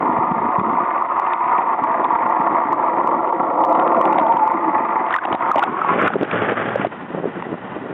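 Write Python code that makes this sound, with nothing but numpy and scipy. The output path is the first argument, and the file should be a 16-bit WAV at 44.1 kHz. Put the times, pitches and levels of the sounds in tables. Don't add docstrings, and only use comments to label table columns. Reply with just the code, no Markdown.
import sys
import numpy as np
from scipy import signal
from scipy.fft import rfft, irfft
from scipy.io import wavfile
from scipy.ndimage import uniform_filter1d, minimum_filter1d

SR = 44100
rng = np.random.default_rng(int(sys.argv[2]) if len(sys.argv) > 2 else 0)


def wav_record(signal):
    frames = np.transpose(np.atleast_2d(signal))
    bounded = np.clip(frames, -1, 1)
    quanta = np.round(bounded * 32767).astype(np.int16)
    wavfile.write(sys.argv[1], SR, quanta)


N = 349713


def amp(db):
    return 10 ** (np.asarray(db) / 20)


def evened(x):
    return x / np.sqrt(np.mean(x ** 2) + 1e-20)


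def curves(table, t_s):
    knots_s, *columns = np.transpose(table)
    return [np.interp(t_s, knots_s, column) for column in columns]


def drift(hz):
    slow = signal.lfilter(*signal.butter(2, hz, fs=SR), rng.standard_normal(N + SR))
    return evened(slow[SR:])


def resonate(x, hz, width_hz):
    turn = np.exp(2j * np.pi * np.cumsum(hz) / SR)
    r = np.exp(-np.pi * width_hz / SR)
    smooth = signal.lfilter([(1 - r) ** 2], [1, -2 * r, r * r], x / turn)
    return 2 * (turn * smooth).real


def coloured(x, spectrum):
    f_hz, level_db = np.transpose(spectrum)
    bins_hz = np.fft.rfftfreq(len(x), 1 / SR)
    gain = amp(np.interp(np.log(bins_hz + 1), np.log(f_hz + 1), level_db))
    return evened(irfft(rfft(x) * gain, len(x)))


def lumpy(per_s, spread_db):
    size_db = spread_db * np.minimum(rng.exponential(1, N), 4)
    clicks = amp(size_db) * rng.standard_normal(N)
    return evened(clicks * (rng.random(N) < per_s / SR))


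def tent(t_s, centre_s, half_s):
    return abs(t_s - centre_s) / half_s


def afloat(t_s):
    return np.clip((t_s - 5.7) / 0.23, 0, 1)


def camera_hiss():
    noise = rng.standard_normal(N)
    return amp(-60.5) * evened(resonate(noise, np.full(N, 2800.), 1900.0))


# f/Hz, level/dB (per Hz)
AIR_SPECTRUM = [(35, -54.5), (60, -17.5), (185, 1), (462, -8.5), (832, -7), (956, -7), (1260, -12),
                (1450, -10), (1580, -15.5), (1780, -13.5), (2010, -13.5), (2120, -23), (2350, -22),
                (3100, -26.5), (3750, -38.5), (4880, -54), (8250, -120)]
AIR_DB = -31.5


def air_bed(t_s):
    level_db = AIR_DB + 2.1 * drift(15)
    return afloat(t_s) * amp(level_db) * coloured(rng.standard_normal(N), AIR_SPECTRUM)


# t/s, f/Hz, level/dB
EXHAUST_NOTE = [(5.85, 114, -55), (6.3, 115.2, -41.5), (6.4, 111.3, -31), (6.55, 113.9, -42),
                (6.7, 115, -30.5), (6.85, 119.6, -33), (6.95, 116.3, -64)]


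def exhaust_note(t_s):
    hz, level_db = curves(EXHAUST_NOTE, t_s)
    level_db = level_db + 1.5 * drift(16)
    cycles = np.cumsum(hz * (1 + 0.017 * drift(14))) / SR
    return amp(level_db) * np.sin(2 * np.pi * cycles)


# f/Hz, level/dB (per Hz)
FLOW_SPECTRUM = [(18, -74), (30, -33.5), (103, -14), (177, -5), (244, 2), (281, 0), (351, 0), (500, -10.5),
                 (650, -33), (1100, -120)]
# t/s, level/dB
EDDIES = [(0, -27.5), (.5, -26), (.555, -36), (.59, -24.5), (.82, -30), (.92, -38), (1.6, -36.5),
          (2, -30.5), (3.1, -30), (3.4, -32.5), (3.85, -29), (4.3, -27.5), (5, -33.5), (5.17, -41),
          (5.33, -28.5), (5.43, -36.5), (5.72, -25.5), (5.8, -45), (6.1, -32)]


def flow(t_s):
    under = np.clip((TOW[-1][0] - t_s) / 0.13, 0, 1)
    level_db = curves(EDDIES, t_s)[0] + 1.9 * drift(7)
    return under * amp(level_db) * coloured(lumpy(600, 2.8), FLOW_SPECTRUM)


# start t/s, end t/s, first f/Hz, last f/Hz, first level/dB, last level/dB
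TONES = [(2.302, 4.897, 343.2, 326, -38, -33.5), (3.396, 4.4, 695.4, 695, -29.5, -26.5),
         (3.996, 5.0, 883.6, 901.5, -16.5, -27)]


def tones(t_s, width_hz=17.0, wander=.03, waver_db=5.0, fade_s=0.076):
    out = np.zeros(N)
    for start_s, end_s, first_hz, last_hz, first_db, last_db in TONES:
        span_s = [start_s, end_s]
        hz = np.interp(t_s, span_s, [first_hz, last_hz]) * (1 + wander * drift(7))
        level_db = np.interp(t_s, span_s, [first_db, last_db]) + waver_db * drift(10)
        fade = np.clip(np.minimum(t_s - start_s, end_s - t_s) / fade_s, 0, 1)
        band = evened(resonate(rng.standard_normal(N), hz, width_hz))
        out = out + fade * amp(level_db) * band
    return out


# t/s, level/dB
RUSH = [(5.05, -31), (5.14, -34), (5.19, -41.5), (5.64, -26), (5.71, -34), (5.86, -29), (6.07, -18),
        (6.16, -36), (6.29, -22), (6.33, -21), (6.76, -23.5), (6.855, -25.5), (6.875, -42)]


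def rush_gain(t_s):
    fade_in = np.clip((t_s - RUSH[0][0]) / 0.05, 0, 1)
    fade_out = np.clip((RUSH[-1][0] - t_s) / 0.012, 0, 1)
    return amp(curves(RUSH, t_s)[0]) * fade_in * fade_out


# f/Hz, level/dB (per Hz)
SPRAY_SPECTRUM = [(35, -55.5), (60, -34), (106, -1), (145, -5.5), (357, -2.5), (665, -0.5), (725, -5),
                  (847, -2.5), (956, -10), (1140, -3), (1450, -2.5), (1580, -3.5), (2430, -15),
                  (3380, -23.5), (3750, -38.5), (4880, -73.5), (8250, -120)]


def spray(rush):
    return rush * amp(1.9 * drift(40)) * coloured(lumpy(4000, 0.6), SPRAY_SPECTRUM)


# f/Hz, level/dB (per Hz)
SLOSH_SPECTRUM = [(24, -58), (40, -28.5), (180, 7), (426, 7.5), (577, 1.5), (781, -3), (1410, -18),
                  (1500, -25.5), (1950, -53.5), (3300, -120)]
# t/s, level/dB, half-length/s
SLOPS = [(5.717, -29, .05), (5.991, -23.5, 0.1), (6.165, -21, .012), (6.207, -15, .012),
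         (6.233, -16.5, 0.011), (7.023, -40, .04), (7.1, -39, .03), (7.174, -23, .04), (7.258, -24.5, .04),
         (7.376, -30, .04), (7.518, -22, 0.052), (7.765, -27.5, 0.068), (7.871, -27.5, 0.038),
         (7.925, -22, 0.031)]
SLOP_FALL_DB, CHURN_DB = 14, -6.5


def slosh(t_s, rush):
    slops = sum(amp(db - SLOP_FALL_DB * tent(t_s, s, half_s)) for s, db, half_s in SLOPS)
    stirred = afloat(t_s) * (amp(CHURN_DB) * rush + slops)
    return stirred * amp(3.4 * drift(30)) * coloured(lumpy(500, 2.4), SLOSH_SPECTRUM)


# t/s, depth/dB (negative lifts), half-length/s
DIPS = [(0.338, 10, 0.011), (.625, 12, 0.007), (1.08, 6.5, 0.017), (1.38, 6.5, 0.028), (1.764, 6.5, 0.014),
        (1.864, 3, 0.0078), (2.651, 2.5, 0.025), (2.764, 5.5, 0.012), (3.321, 6, .016), (5.203, 9, 0.019),
        (5.261, 6, 0.01), (5.375, 8, 0.025), (5.467, 1, 0.014), (5.528, 4.5, 0.012), (5.57, 3, 0.0044),
        (5.614, 5, 0.0074), (5.692, 1, 0.022), (6.133, -1.5, .02), (6.174, 5.5, .018), (6.273, 11, 0.036),
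        (6.55, 8.5, 0.019)]


def dips(t_s):
    loss_db = sum(depth_db * np.exp(-tent(t_s, s, half_s) ** 2) for s, depth_db, half_s in DIPS)
    return amp(-loss_db)


# start t/s, end t/s, rate/(1/s), middle f/Hz, spread (log f), level/dB, slap level/dB
SMALL_PEAKS = [(0, 6.04, 4.3, 950, 0.054, -16.5, -40), (0, .85, 20, 209.6, 0.31, -21, -42.5),
               (0, 5.05, 2.96, 333, .2, -21.5, -38.5), (5.05, 6.8, 10, 1113, 0.29, -22, -24),
               (6.9, 7, 11, 384, 0.23, -24, -38)]


def small_peaks(scatter_db=3.):
    rows = []
    for start_s, end_s, per_s, hz, spread, ring_db, slap_db in SMALL_PEAKS:
        gaps_s = -np.log(1 - rng.random(60)) / per_s
        times_s = start_s + np.cumsum(gaps_s)
        a, b, c = rng.standard_normal((3, 60))
        pitches_hz = hz * np.exp(spread * a)
        drawn = zip(times_s, pitches_hz, ring_db + scatter_db * b, slap_db + 2 * scatter_db * c)
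        rows += [row for row in drawn if row[0] < end_s]
    return rows


# peak t/s, f/Hz, level/dB, slap level/dB
LOUD_PEAKS = [(0.317, 170, -12, -34.5), (0.587, 207, -12, -37), (0.598, 955, -19, -22),
              (0.616, 200, -16, -35), (0.67, 250, -13, -43), (0.73, 300, -17, -29.5),
              (0.712, 990, -11.5, -36), (0.786, 950, -7, -50), (1.024, 1026, -5.5, -37),
              (1.199, 952, -2.5, -20), (1.336, 959, -9, -12), (1.395, 947, -12, -35),
              (1.735, 1030, -9.5, -33), (1.839, 965, -5.5, -24), (1.999, 397, -12.5, -44),
              (2.045, 961, -3.5, -14.5), (2.107, 890, -14, -28), (2.212, 945, -13, -43),
              (2.326, 1025, -11, -37.5), (2.521, 346, -21, -43), (2.732, 1110, -2, -20.5),
              (3.002, 968, -8, -34), (3.075, 1044, -1.5, -20), (3.275, 363, -15, -32),
              (3.327, 943, -5.5, -44), (3.639, 869, -4, -15), (3.65, 964, -4.5, -13), (3.727, 896, -2, -22),
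              (3.752, 967, -6.5, -19), (3.773, 1006, -14, -23), (3.799, 1015, -7, -15.5),
              (3.878, 1050, -12.5, -16.5), (3.948, 1055, -6.5, -21.5), (4.014, 987, 0, -10),
              (4.055, 825, -6.5, -11.5), (4.131, 905, -4, -11), (4.159, 900, -7, -34),
              (4.186, 765, -4, -11), (4.198, 978, -12, -17.5), (4.268, 927, -5.5, -20),
              (4.324, 870, -8, -18), (4.371, 978, -1.5, -17), (4.478, 892, -3.5, -20),
              (4.519, 920, -6.5, -26), (4.596, 909, -17, -42.5), (5.108, 1280, -13, -14.5),
              (5.127, 1450, -13, -13), (5.142, 1813, -4, -6.5), (5.164, 1216, -1, -6),
              (5.187, 1470, -12, -17.5), (5.254, 850, -12, -11), (5.256, 330, -23, -41),
              (5.314, 326, -14, -32), (5.328, 810, -10, -7.5), (5.33, 195, -18, -40),
              (5.349, 782, -8, -34.5), (5.409, 896, -12.5, -46), (5.439, 1390, -11, -39),
              (5.491, 1080, -10.5, -27), (5.517, 1244, 3, -19), (5.546, 1030, -6, -53), (5.56, 667, 0, -6),
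              (5.563, 284, -8, -30), (5.582, 830, -6, -7.5), (5.152, 1106, -4.5, -19),
              (5.588, 894, -4, -10), (5.594, 845, 1, -1), (5.629, 1426, -2.5, -8), (5.638, 860, 1, -0.5),
              (5.818, 1320, -8.5, -42), (5.848, 906, -4, -27), (5.916, 321, -11, -26),
              (5.987, 577, -10, -29), (6.016, 1410, -5.5, -18), (6.023, 382, -10.5, -41),
              (6.053, 610, -13, -15), (6.073, 1372, -2, -10), (6.077, 1347, -1, -10),
              (6.085, 1347, -4, -20), (6.08, 1350, 3, 1), (6.104, 830, -8, -33), (6.137, 1310, -12.5, -23),
              (6.158, 410, -6.5, -26), (6.212, 268, -13, -19), (6.232, 365.8, -8.5, -12),
              (6.473, 493, -14.5, -41), (6.521, 450, -6.5, -16), (6.759, 563, -1, -14),
              (6.798, 258, -9.5, -41), (6.849, 700, -4, -14), (6.87, 343, -15, -19.5),
              (7.025, 305, -18.5, -32), (7.106, 320, -14, -32), (7.178, 560, -14.5, -47.5),
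              (7.257, 418, -9.5, -33), (7.298, 462, -18, -35), (7.376, 339, -17, -52),
              (7.425, 944, -17.5, -19), (7.516, 225, -23, -34), (7.778, 269, -26, -43),
              (7.818, 278, -18.5, -34)]
AFLOAT_S = 5.83
PEAK_MS, PEAK_AFLOAT_MS, LONGER_LOW = 6.5, 4., .3


def ringing_peaks(rise=0.014, rough=0.26, slap_ms=1.8):
    rings, slaps = np.zeros((2, N + SR))
    unsteady = drift(170)
    rows = LOUD_PEAKS + small_peaks()
    for (peak_s, hz, ring_db, slap_db), phase in zip(rows, rng.random((400, 1))):
        ms = (PEAK_MS if peak_s < AFLOAT_S else PEAK_AFLOAT_MS) * (1000 / hz) ** LONGER_LOW
        u = np.arange(-ms, 2.0 * ms, 1000 / SR) / ms
        at = round((peak_s - ms / 1000) * SR) + np.arange(len(u))
        shape = np.exp(-np.where(u < 0, 9.2 * u ** 2, 1.6 * abs(u) ** 0.92))
        pitch_hz = hz * (1 + rise * u + rough * 0.27 * unsteady[at % N])
        cycles = phase + np.cumsum(pitch_hz) / SR
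        strength = shape * (1 + rough * unsteady[-at % N])
        rings[at] += amp(ring_db) * strength * np.cos(2 * np.pi * cycles)
        slaps[at] += amp(slap_db) * np.exp(-(u * ms / slap_ms) ** 2)
    wall = signal.butter(3, [600, 2700], "band", fs=SR, output="sos")
    slap_noise = signal.sosfilt(wall, slaps * rng.standard_normal(N + SR))
    return (rings + slap_noise)[:N]


FIRING_HZ = (56.3, 57.8)
CYLINDERS_DB = [(4.6, -8, 0.5, -4.5, 3.5, -6), (3.3, -4, -1, 5, -13, -1)]


def exhaust(sharp=4.94, bed=0.4, wobble=0.0045, uneven_db=2.5):
    gate = np.full(N, bed)
    for hz, pattern_db in zip(FIRING_HZ, CYLINDERS_DB):
        turns = np.cumsum(hz * (1 + wobble * drift(3))) / SR + rng.integers(6)
        firing = turns.astype(int)
        since = turns % 1
        strength_db = np.array(pattern_db)[firing % 6] + uneven_db * rng.standard_normal(1000)[firing]
        gate = gate + amp(strength_db) * since * np.exp(-sharp * since) * sharp
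    return gate


# f/Hz, pole width/Hz, level far from wake/dB, level close to wake/dB
HOUSING = [(330, 64.5, -11.5, -3.5), (464, 160, -19, -17), (542.3, 97, -16.5, -3), (663.3, 74, -5, -6.5),
           (731.6, 60, -9.5, -2.5), (880.4, 77, 2.5, -1), (939, 23.5, 2.5, 1), (995, 63, 0.5, -1),
           (1088, 59, -2.5, -5), (1175.5, 94, -3, -6), (1357, 128, -16, -11), (1674, 336, -18.5, -31.5),
           (1959, 317, -19, -24.5), (2308, 470, -28, -33), (2900, 1700, -55, -50.5)]
# t/s, exhaust level/dB, tuning factor, nearness to wake (0-1), lift of high modes/dB
TOW = [(0, -16.5, 1.016, 0.4, -1.5), (.6, -18, 1.036, .15, -3), (1.5, -17, 1.054, 0, -1.5),
       (1.85, -17, 1.006, .25, -0.5), (2.7, -16.5, 1, 0.5, 1), (3.5, -17.5, .99, .9, -2),
       (3.65, -12.5, 0.99, 0.9, -6), (4.15, -14, 1.017, 1, 4), (4.25, -18.5, 1.012, 1, 3.5),
       (4.7, -19, 1.01, .4, 2), (5.05, -17.5, 1.02, 0.3, 0.5), (5.15, -21.5, 1.03, 0.1, 6.5),
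       (5.3, -20.5, 1.024, 0.1, -2.5), (5.62, -14.5, 1.05, .5, 3.5), (5.72, -22.5, 1.08, .5, -0.5),
       (5.9, -21, 1.17, .2, 2.5), (6.1, -24.5, 1.2, 0, 11.5)]


def drone(t_s):
    drone_db, tuning, near, lift_db = curves(TOW, t_s)
    near = np.clip(near, 0, 1)
    gate = exhaust()
    noise = rng.standard_normal(N)
    rung = np.zeros(N)
    for k, (hz, width_hz, far_db, near_db) in enumerate(HOUSING):
        bursts = noise * gate ** (0.63 + 0.48 * hz / 2000)
        high = np.clip((hz - 1100) / 600, 0, 1)
        level_db = far_db + near * (near_db - far_db) + high * lift_db + 0.74 * drift(6.3)
        wavering_hz = hz * tuning * (1 + 0.0088 * drift(3.34))
        mode = np.sqrt(width_hz) * evened(resonate(bursts, wavering_hz, width_hz))
        rung = rung + (-1) ** k * amp(level_db) * mode
    under = np.clip((TOW[-1][0] - t_s) / 0.024, 0, 1)
    return under * amp(drone_db + 0.74 * drift(9)) * evened(rung)


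def scene():
    t_s = np.arange(N) / SR
    rush = rush_gain(t_s)
    splashing = spray(rush) + slosh(t_s, rush)
    dipped = dips(t_s) * (flow(t_s) + tones(t_s) + splashing + drone(t_s))
    surface = air_bed(t_s) + exhaust_note(t_s)
    return (camera_hiss() + surface + dipped + ringing_peaks())[None]


CAMERA_HZ, EDGE_HZ = 3880, 15800


def record(dry):
    peak = -minimum_filter1d(-abs(dry), size=101)
    fall_db = np.arange(N) * 210.0 / SR
    over_db = np.maximum(20 * np.log10(peak / .5 + 1e-9), 0)
    held_db = np.maximum.accumulate(over_db + fall_db, axis=1) - fall_db
    limited = dry / amp(0.9 * uniform_filter1d(held_db, size=81))
    limited = signal.lfilter(*signal.butter(1, 150, "high", fs=SR), limited)
    band = signal.firwin(401, CAMERA_HZ, window=("kaiser", 8), fs=SR)
    narrow = signal.oaconvolve(limited, band[None], "same")
    clipped = np.clip(narrow, -.5, .5) + amp(-98) * rng.standard_normal(dry.shape)
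    edge = signal.firwin(511, EDGE_HZ, window=("kaiser", 9), fs=SR)
    return signal.oaconvolve(clipped, edge[None], "same")


dry = scene()
out = record(dry)
wav_record(out)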